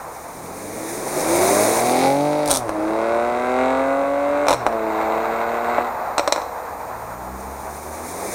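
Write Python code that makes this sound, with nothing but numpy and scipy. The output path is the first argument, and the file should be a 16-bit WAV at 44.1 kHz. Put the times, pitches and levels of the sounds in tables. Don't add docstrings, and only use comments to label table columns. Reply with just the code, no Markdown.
import sys
import numpy as np
from scipy import signal
from scipy.fft import rfft, irfft
from scipy.io import wavfile
from scipy.ndimage import uniform_filter1d

SR = 44100
rng = np.random.default_rng(int(sys.argv[2]) if len(sys.argv) > 2 else 0)


def put_to_file(sound):
    columns = np.atleast_2d(sound).T
    safe = np.clip(columns, -1, 1)
    whole_steps = np.round(safe * 32767)
    wavfile.write(sys.argv[1], SR, whole_steps.astype(np.int16))


N = 367794
TIME = np.arange(N) / SR

# (time [s], rate [Hz])
REVS = [(0.03, 71.5), (0.34, 80.7), (0.9, 111.0), (1.96, 256.3), (2.25, 294.7), (2.39, 300.2),
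        (2.48, 295.8), (2.69, 212.8), (2.8, 209.4), (3.01, 225.1), (3.93, 274.9), (4.44, 292.1),
        (4.52, 285), (4.6, 239.8), (4.77, 223.1), (4.94, 217.1), (5.86, 242), (6.1, 238.0)]
# (relative strength [dB], lag through its manifold [s])
CYLINDERS = [(7, 0), (2.5, .00034), (-1, .00012), (-1, -.00018), (1, -.00027), (1, -0.0038)]
# (frequency [Hz], relative level [dB])
FRONT = [(40, -30), (150, -8.5), (300, -2.5), (430, -5.5), (620, 4.5), (830, -3.5), (1000, -8),
         (1400, -14.5), (1800, -21), (2300, -9), (3000, -28.5), (3900, -16.5), (6000, -26), (14000, -70)]
# (throttle opens [s], throttle closes [s], roughness [0-1], imbalance of the two banks [dB])
GEARS = [(-.5, 2.5, 0.35, -5.5), (2.68, 4.48, 0.13, -2.5), (4.62, 5.82, 0.59, -8.5)]
OPEN_S = 0.12


def engine(note_db=-0.5, rasp_db=-2.5, overtone_db=-6, growl_db=-2, wander=0.00081):
    # (time [s], note level [dB], rasp level [dB])
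    full_throttle = [(0, -72, -55), (.45, -43, -40), (.8, -45, -38), (1.1, -40.5, -33), (1.35, -31, -22.5),
                     (1.6, -27, -23.5), (1.8, -26.5, -24.5), (2.05, -19, -17.5), (2.15, -21.5, -26.5),
                     (2.45, -24, -25.5), (2.85, -31, -23), (3.28, -29.5, -23.5), (3.4, -29.5, -23.5),
                     (3.62, -22.5, -19.5), (4.15, -30, -28.5), (4.45, -32.5, -24.5), (4.85, -30, -24.5),
                     (5.6, -33, -25), (5.8, -30.5, -22)]
    boost_s = 0.35
    shut_note_db, shut_rasp_db, shut_rough = -8, -12.5, 1
    overrun_db_per_s = -41
    hz, = curves(REVS)
    full_note_db, full_rasp_db = curves(full_throttle)
    gear_rough, imbalance_db = gear_character()
    shut = 1 - throttle(OPEN_S)
    slack = 1 - throttle(boost_s)
    rough = gear_rough + shut * (shut_rough - gear_rough)
    firings = np.cumsum(hz * (1 + wander * walk(14))) / SR

    upper = undb(rasp_db) * exhaust_rasp(firings, rough)
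    upper += undb(overtone_db) * exhaust_overtones(firings, rough)
    upper += undb(growl_db) * growl(firings, rough)
    upper *= undb(full_rasp_db + shut_rasp_db * slack)
    note = exhaust_note(firings, hz, rough, imbalance_db)
    note *= undb(note_db + full_note_db + shut_note_db * shut)
    overrun = undb(overrun_db_per_s * np.maximum(TIME - GEARS[-1][1], 0))
    return overrun * (note + upper) + shift_thump(firings)


def throttle(attack_s, close_s=0.084):
    return sum(ramp(opens, attack_s) * (1 - ramp(closes, close_s)) for opens, closes, *_ in GEARS)


def gear_character():
    return curves([(s, *character) for opens, closes, *character in GEARS for s in (opens, closes)])


def exhaust_note(firings, hz, rough, imbalance_db, waver_db=1.5, flutter=0.16, dispersion=0.2504):
    # (frequency [Hz], relative level [dB])
    pipe_ahead = [(59, -11), (131, -2), (203, -3.5), (262, -5), (320, 7), (365, 10.5), (423, -2.5),
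                  (500, 5), (560, -6), (622, 9.5), (680, -4), (735, 10)]
    pipe_beside = [(100, -24), (146, -6), (228, -13), (255, 0), (300, -3), (421, -4.5), (491, -7), (597, 2),
                   (680, -4), (735, 5), (777, -6), (815, 3), (850, -7), (901, -11)]
    pipe_behind = [(120, -27), (172, -18), (230, -5.5), (280, 0.5), (318, 12), (350, 1), (380, -1.5),
                   (408, -18), (440, -1), (465, 0.5), (490, -5.5), (520, -1.5), (582, 13), (637, 2),
                   (715, 6), (785, -3), (860, -14)]
    beside_s, behind_s, swing_s = 1.61, 2.49, 0.38
    swim_db, swim_s = 3, 0.66
    beside = ramp(beside_s, swing_s)
    astern = ramp(behind_s, swing_s)
    close = np.exp(-((TIME - beside_s) / swim_s) ** 2 / 2)
    aspects = ((1 - beside, pipe_ahead), (beside - astern, pipe_beside), (astern, pipe_behind))
    out = 0
    for k in range(1, 7):
        db = sum(share * response(pipe, k * hz / 2) for share, pipe in aspects)
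        db += k % 2 * imbalance_db
        db += waver_db * rough * walk(35)
        db += swim_db * close * np.tanh(walk(14))
        phase = np.pi * k * firings - dispersion * k ** 2 + flutter * rough * walk(50)
        out = out - undb(db) * np.sqrt(2) * np.cos(phase)
    return out


def exhaust_rasp(firings, rough, scatter_db=7, jitter_s=0.00025, edge_hz=800, gas=0.85, puff=0.35):
    # (frequency [Hz], relative level [dB])
    rear_colour = [(70, -33), (150, -17), (300, -9.5), (480, 2.5), (700, 1), (1050, -1.5), (1550, -3),
                   (1800, -16), (2150, -9), (2550, -13.5), (3000, -31), (3900, -21.5), (4900, -38),
                   (8300, -31), (13000, -82)]
    index = np.arange(1, int(firings[-1]))
    times = np.interp(index, firings, TIME)
    strength_db, lag = np.array(CYLINDERS)[index % len(CYLINDERS)].T
    chance = np.tanh(rng.standard_normal((len(index), 2))).T * np.interp(times, TIME, rough)
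    sizes = undb(strength_db + scatter_db * chance[0])
    sizes /= np.sqrt(uniform_filter1d(sizes ** 2, size=48))
    train = pulses(times + lag + jitter_s * chance[1], sizes)

    beat = pulses(times, np.full(len(times), sizes.mean()))
    train -= signal.sosfiltfilt(signal.butter(4, edge_hz, fs=SR, output="sos"), beat)

    puff_shape = np.exp(-(firings % 1) / puff)
    puffs = unit(noise() * puff_shape * np.interp(np.floor(firings), index, sizes))
    gasflow = unit(train) + gas * rough * puffs
    rear = behind(TIME, turn_s=0.95)
    sound = (1 - rear) * unit(colour(gasflow, FRONT)) + rear * unit(colour(gasflow, rear_colour))
    return unit(verge(sound, share=1.0, decay_s=0.025))


def exhaust_overtones(firings, rough, slope_db=-2, waver_db=4, flutter=0.28):
    out = 0
    for step, k in enumerate(range(7, 13)):
        phase = np.pi * k * firings + flutter * rough * walk(50) + rng.uniform(0, 2 * np.pi)
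        out = out + undb(slope_db * step + waver_db * walk(7)) * np.sin(phase)
    return unit(out) * behind(TIME, turn_s=1.0) * np.clip(1 - rough, 0, 1)


def growl(firings, rough, waver_db=4.5, flutter=0.5):
    hz, = curves(REVS)
    points_hz, points_db = np.transpose(FRONT)
    out = 0
    for k in (7, 8, 10, 11, 13, 14, 16, 17, 19, 20, 21, 22, 26, 28):
        db = np.interp(k * hz / len(CYLINDERS), points_hz, points_db) + waver_db * walk(8.86)
        phase = 2 * np.pi * k * firings / len(CYLINDERS)
        phase += flutter * rough * walk(50.6) + rng.uniform(0, 2 * np.pi)
        out = out + undb(db) * np.sin(phase)
    return unit(out) * (1 - behind(TIME, turn_s=0.52))


def shift_thump(firings, thump_db=-38, fade_s=0.08):
    shifting = (1 - throttle(OPEN_S)) * (1 - ramp(GEARS[-1][0], fade_s))
    return undb(thump_db) * shifting * np.sqrt(2) * np.cos(np.pi * firings)


def explosions(scatter_db=2.5, unevenness=0.25, pop_gap_s=0.0085):
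    # (time [s], relative bang level [dB], relative snap level [dB])
    placed_cracks = [(2.459, -36, -29.5), (2.5064, -20, -20), (2.513, -16.5, -14), (2.6931, -16.5, -36.5),
                     (4.4689, -14.5, -34), (4.4842, -9.5, -19), (4.495, -14, -26), (4.5066, -13, -28),
                     (4.5289, -13.5, -26), (4.6654, -7, -30), (4.7263, -24, -46), (5.0265, -29, -52),
                     (5.7829, -12, -50), (5.8094, -21, -59), (6.1811, -11, -19), (6.1948, -12, -25),
                     (6.2766, -11, -23.5), (6.324, -14, -17), (6.3612, -15, -33), (6.3795, -19.5, -51),
                     (6.418, -30, -39)]
    # (start [s], length [s], relative bang level [dB], relative snap level [dB], growth of the snap [dB])
    shift_crackle = [(2.477, .1, -25.5, -28.5, 8), (4.503, .05, -19.5, -25, -7)]
    rows = list(placed_cracks)
    for start_s, length_s, bang_db, snap_db, growth_db in shift_crackle:
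        for k, (early, bang, snap) in enumerate(rng.standard_normal(size=(16, 3))):
            age = k * pop_gap_s
            if age <= length_s:
                pop_s = start_s + age + unevenness * pop_gap_s * early
                pop_snap_db = snap_db + growth_db * age / length_s + scatter_db * snap
                rows.append((pop_s, bang_db + scatter_db * bang, pop_snap_db))
    return np.array(rows)


def backfires(cracks, bang_db=23, snap_db=22, far_snap_db=21, echo_db=-12, echo_s=0.073):
    # (frequency [Hz], relative level [dB])
    bang_colour = [(50, -22), (200, -20.5), (315, 0.5), (410, -10.5), (565, 9), (760, 1), (1000, 1.5),
                   (1400, -3.5), (1800, -15.5), (2300, -14), (3000, -26.5), (6000, -69)]
    near_colour = [(1000, -18), (2400, -15), (3000, -9.5), (3500, 3), (4800, -1), (5900, 4.5), (7400, -1),
                   (8800, 7), (10000, 3.5), (11500, -3), (13000, -6), (15000, -11)]
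    far_colour = [(1000, -24), (2400, 11), (3000, -4.5), (4050, 12), (4700, -4), (5600, 9), (6700, -1),
                  (8200, 4), (10000, -13), (15500, -20)]
    times, bangs, snaps = cracks.T
    far = behind(times, turn_s=2.47)
    bang_gains = undb(bangs + bang_db)
    near_gains = undb(snaps + snap_db) * (1 - far)
    far_gains = undb(snaps + far_snap_db) * far
    bang = blast(times, bang_gains, burst_s=0.0038, burst=0.67, tail_s=0.03, tail=0.3)
    near_snap = blast(times, near_gains, burst_s=0.00087, burst=1.14, tail_s=0.0098, tail=0.92)
    far_snap = blast(times, far_gains, burst_s=0.0026, burst=1.4, tail_s=0.0089, tail=0.35)

    age = TIME[:SR // 2]
    roadside = noise()[:len(age)] * np.exp(-age / echo_s)
    echo = signal.fftconvolve(far_snap, roadside / np.linalg.norm(roadside))[:N]
    far_snap = far_snap + undb(echo_db) * echo
    return -colour(bang, bang_colour) - colour(near_snap, near_colour) - colour(far_snap, far_colour)


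def thuds(cracks, thud_db=11):
    # (frequency [Hz], relative level [dB])
    thud_colour = [(20, -11), (42, 5), (90, -3), (150, -9), (300, -21), (1000, -54)]
    times, bangs, _ = cracks.T
    gains = undb(bangs + thud_db) * (1 - behind(times, turn_s=2.15))
    return colour(blast(times, gains, burst_s=0.006, burst=0.42, tail_s=0.025, tail=0.47), thud_colour)


def blast(times, gains, burst_s, burst, tail_s, tail):
    age = TIME[:SR // 2]
    shocks = pulses(np.round(times * SR) / SR, gains)
    parts = ((burst_s, burst), (tail_s, tail))
    spread = sum(share ** 2 * np.exp(-age / s) / (s * SR) for s, share in parts)
    power = np.abs(signal.fftconvolve(shocks ** 2, spread)[:N])
    return shocks + noise() * np.sqrt(power)


def tyres(far_spray_db=-56, flicker_db=1.0, patch_db=0.88):
    # (time [s], tread roar level [dB], low rumble level [dB])
    distant_tyres = [(0, -33.5, -58), (.8, -40.5, -35), (2.2, -40, -50), (2.8, -28, -32.5), (3.6, -36, -36),
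                     (5, -25.5, -35.5), (6, -26.5, -41), (6.5, -30, -43), (8.34, -36, -47)]
    # (frequency [Hz], relative level [dB])
    tread_colour = [(150, -28), (400, -20), (650, -3), (850, -1.5), (1100, -5.5), (1500, -14.5),
                    (2000, -20), (2500, -25.5), (3000, -44), (4000, -34), (8000, -52)]
    rumble_colour = [(25, -26), (70, -24.5), (150, -12), (300, -1.5), (450, 2.5), (620, 0), (900, -18),
                     (1800, -22), (4000, -43)]
    spray_colour = [(1000, -8.5), (1700, 1), (2300, 5), (3000, -20), (3700, -3.5), (4700, -6), (6400, 3),
                    (7800, -2.5), (9100, 6), (10500, -1.5), (12500, -6.5), (15500, -7)]
    far_tread_db, far_rumble_db = curves(distant_tyres)
    tread_gain = np.hypot(passing(peak_db=-23.0, width_s=0.32, shadow_db=-3), undb(far_tread_db))
    rumble_gain = np.hypot(passing(peak_db=-24, width_s=0.44, shadow_db=-14), undb(far_rumble_db))
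    spray_gain = np.hypot(passing(peak_db=-23, width_s=0.39, shadow_db=-6), undb(far_spray_db))
    tread = colour(noise(), tread_colour) * tread_gain * undb(flicker_db * walk(30))
    rumble = colour(noise(), rumble_colour) * rumble_gain * undb(flicker_db * walk(25))
    spray = colour(noise(), spray_colour) * spray_gain * undb(patch_db * walk(40))
    return tread + rumble + road_bounce(spray)


def passing(peak_db, width_s, shadow_db, shadow_after_s=0.45, shadow_s=0.29):
    # (loudest at [s], relative level [dB])
    passes = [(1.55, 0), (8.9, 0)]
    gain = 0
    for s, db in passes:
        shadow = shadow_db * ramp(s + shadow_after_s, shadow_s)
        gain = gain + undb(peak_db + db + shadow) / (1 + ((TIME - s) / width_s) ** 2)
    return gain


def road_bounce(x, lag_s=0.0008, nearest_s=1.444, width_s=0.55, share=0.14):
    nearness = 1 / np.hypot(1, (TIME - nearest_s) / width_s)
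    return x + share * nearness * np.interp(TIME - lag_s * nearness, TIME, x)


def second_car(waver_db=1, fade_in_s=0.34):
    # (time [s], firing rate [Hz], relative level [dB])
    next_car = [(6.4, 43, -58), (6.76, 49.03, -50), (7.3, 63.64, -39), (7.6, 69.7, -41), (8.05, 82.4, -39),
                (8.34, 100.6, -42)]
    # (frequency [Hz], relative level [dB])
    next_pipe = [(45, -10), (55, -7), (66, 1), (80, -4), (97, -9), (109, 1), (125, -13), (160, -14),
                 (195, -1.5), (220, -10), (250, -6.5), (330, -11.5), (600, -16)]
    hz, level_db = curves(next_car)
    phase = 2 * np.pi * np.cumsum(hz * (1 + 0.0035 * walk(15))) / SR
    drone = 0
    for k in range(1, 8):
        db = level_db + response(next_pipe, k * hz) + waver_db * walk(9.1)
        drone = drone + undb(db) * np.sin(k * phase + rng.uniform(0, 2 * np.pi))
    return np.sqrt(2) * drone * ramp(next_car[0][0], fade_in_s)


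def idling_car(idle_hz=73, waver_db=1):
    # (time [s], level [dB])
    idle_level = [(0, -54), (1, -66), (2.2, -63), (2.8, -53), (3.6, -48.5), (5, -51.5), (6.5, -51.5),
                  (8.34, -53)]
    idle_db, = curves(idle_level)
    phase = 2 * np.pi * np.cumsum(idle_hz * (1 + 0.0147 * walk(5))) / SR
    return np.sqrt(2) * undb(idle_db + waver_db * walk(3.9)) * np.sin(phase)


def coasting(upper_ratio=1.083, waver_db=1.0):
    # (time [s], lower tone [Hz], level of each tone [dB])
    coast = [(5.8, 482.8, -52.5), (6, 478, -46), (6.5, 469, -43), (6.95, 452.6, -46.5), (7.4, 441, -67)]
    hz, db = curves(coast)
    phase = 2 * np.pi * np.cumsum(hz) / SR
    tones = sum(undb(db + waver_db * walk(13)) * np.sin(k * phase) for k in (1, upper_ratio))
    return np.sqrt(2) * tones


def whine(whine_hz=13715, octave_below_db=-9):
    # (time [s], level of the upper tone [dB])
    whine_level = [(0, -54), (.8, -55), (2.6, -78), (3.3, -64), (4.4, -61), (5, -53), (8.34, -52.5)]
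    db, = curves(whine_level)
    phase = 2 * np.pi * whine_hz * TIME
    return np.sqrt(2) * undb(db) * (np.sin(phase) + undb(octave_below_db) * np.sin(phase / 2))


def night_rumble(night_db=-49):
    # (frequency [Hz], relative level [dB])
    night_colour = [(20, -23), (38, 0), (70, -3.5), (110, -4), (300, -9), (1000, -22), (3000, -26),
                    (9000, -26), (14000, -51)]
    return undb(night_db) * colour(noise(), night_colour)


def behind(t, turn_s, pass_s=1.82):
    return 1 - np.exp(-(np.maximum(t - pass_s, 0) / turn_s) ** 2)


def verge(x, share, decay_s):
    age = TIME[:SR // 6]
    tail = noise()[:len(age)] * np.exp(-age / decay_s)
    wet = np.clip(share, 0, 1) * (0.5 + 0.5 * behind(TIME, turn_s=2))
    echo = signal.fftconvolve(x, tail / np.linalg.norm(tail))[:N]
    return (x + wet * echo) / np.sqrt(1 + wet ** 2)


def undb(db):
    return 10 ** (np.asarray(db) / 20)


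def unit(x):
    return x / np.sqrt(np.mean(x ** 2))


def curves(table):
    s, *columns = np.transpose(table)
    return [np.interp(TIME, s, c) for c in columns]


def ramp(start_s, length_s):
    return np.clip((TIME - start_s) / length_s, 0, 1)


def noise():
    return rng.standard_normal(N)


def walk(rate):
    k = int(SR / rate)
    steps = np.repeat(noise()[:N // k + 1], k)
    return unit(uniform_filter1d(uniform_filter1d(steps, k), k)[:N])


def pulses(times, sizes):
    at = np.clip(times * SR, 0, N - 2)
    i = at.astype(int)
    return np.bincount(i, sizes * (1 - at + i), N) + np.bincount(i + 1, sizes * (at - i), N)


def response(points, hz):
    points_hz, points_db = np.transpose(points)
    return np.interp(np.log(hz), np.log(points_hz), points_db)


def colour(x, points, size=4096):
    grid = np.maximum(np.arange(size // 2 + 1) * SR / size, 1)
    cepstrum = irfft(np.log(undb(response(points, grid))))
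    cepstrum[1:size // 2] *= 2
    cepstrum[size // 2 + 1:] = 0
    impulse = irfft(np.exp(rfft(cepstrum)))
    return signal.fftconvolve(x, impulse / np.linalg.norm(impulse))[:N]


def scene():
    cracks = explosions()
    main_car = engine() + backfires(cracks) + thuds(cracks) + coasting()
    others = second_car() + idling_car()
    return (main_car + tyres() + others + whine() + night_rumble())[None]


def record(dry, top_hz=15900):
    lowpass = signal.ellip(10, 0.2, 70, top_hz, fs=SR, output="sos")
    return signal.sosfilt(lowpass, np.clip(dry, -1, 1))


dry = scene()
out = record(dry)
put_to_file(out)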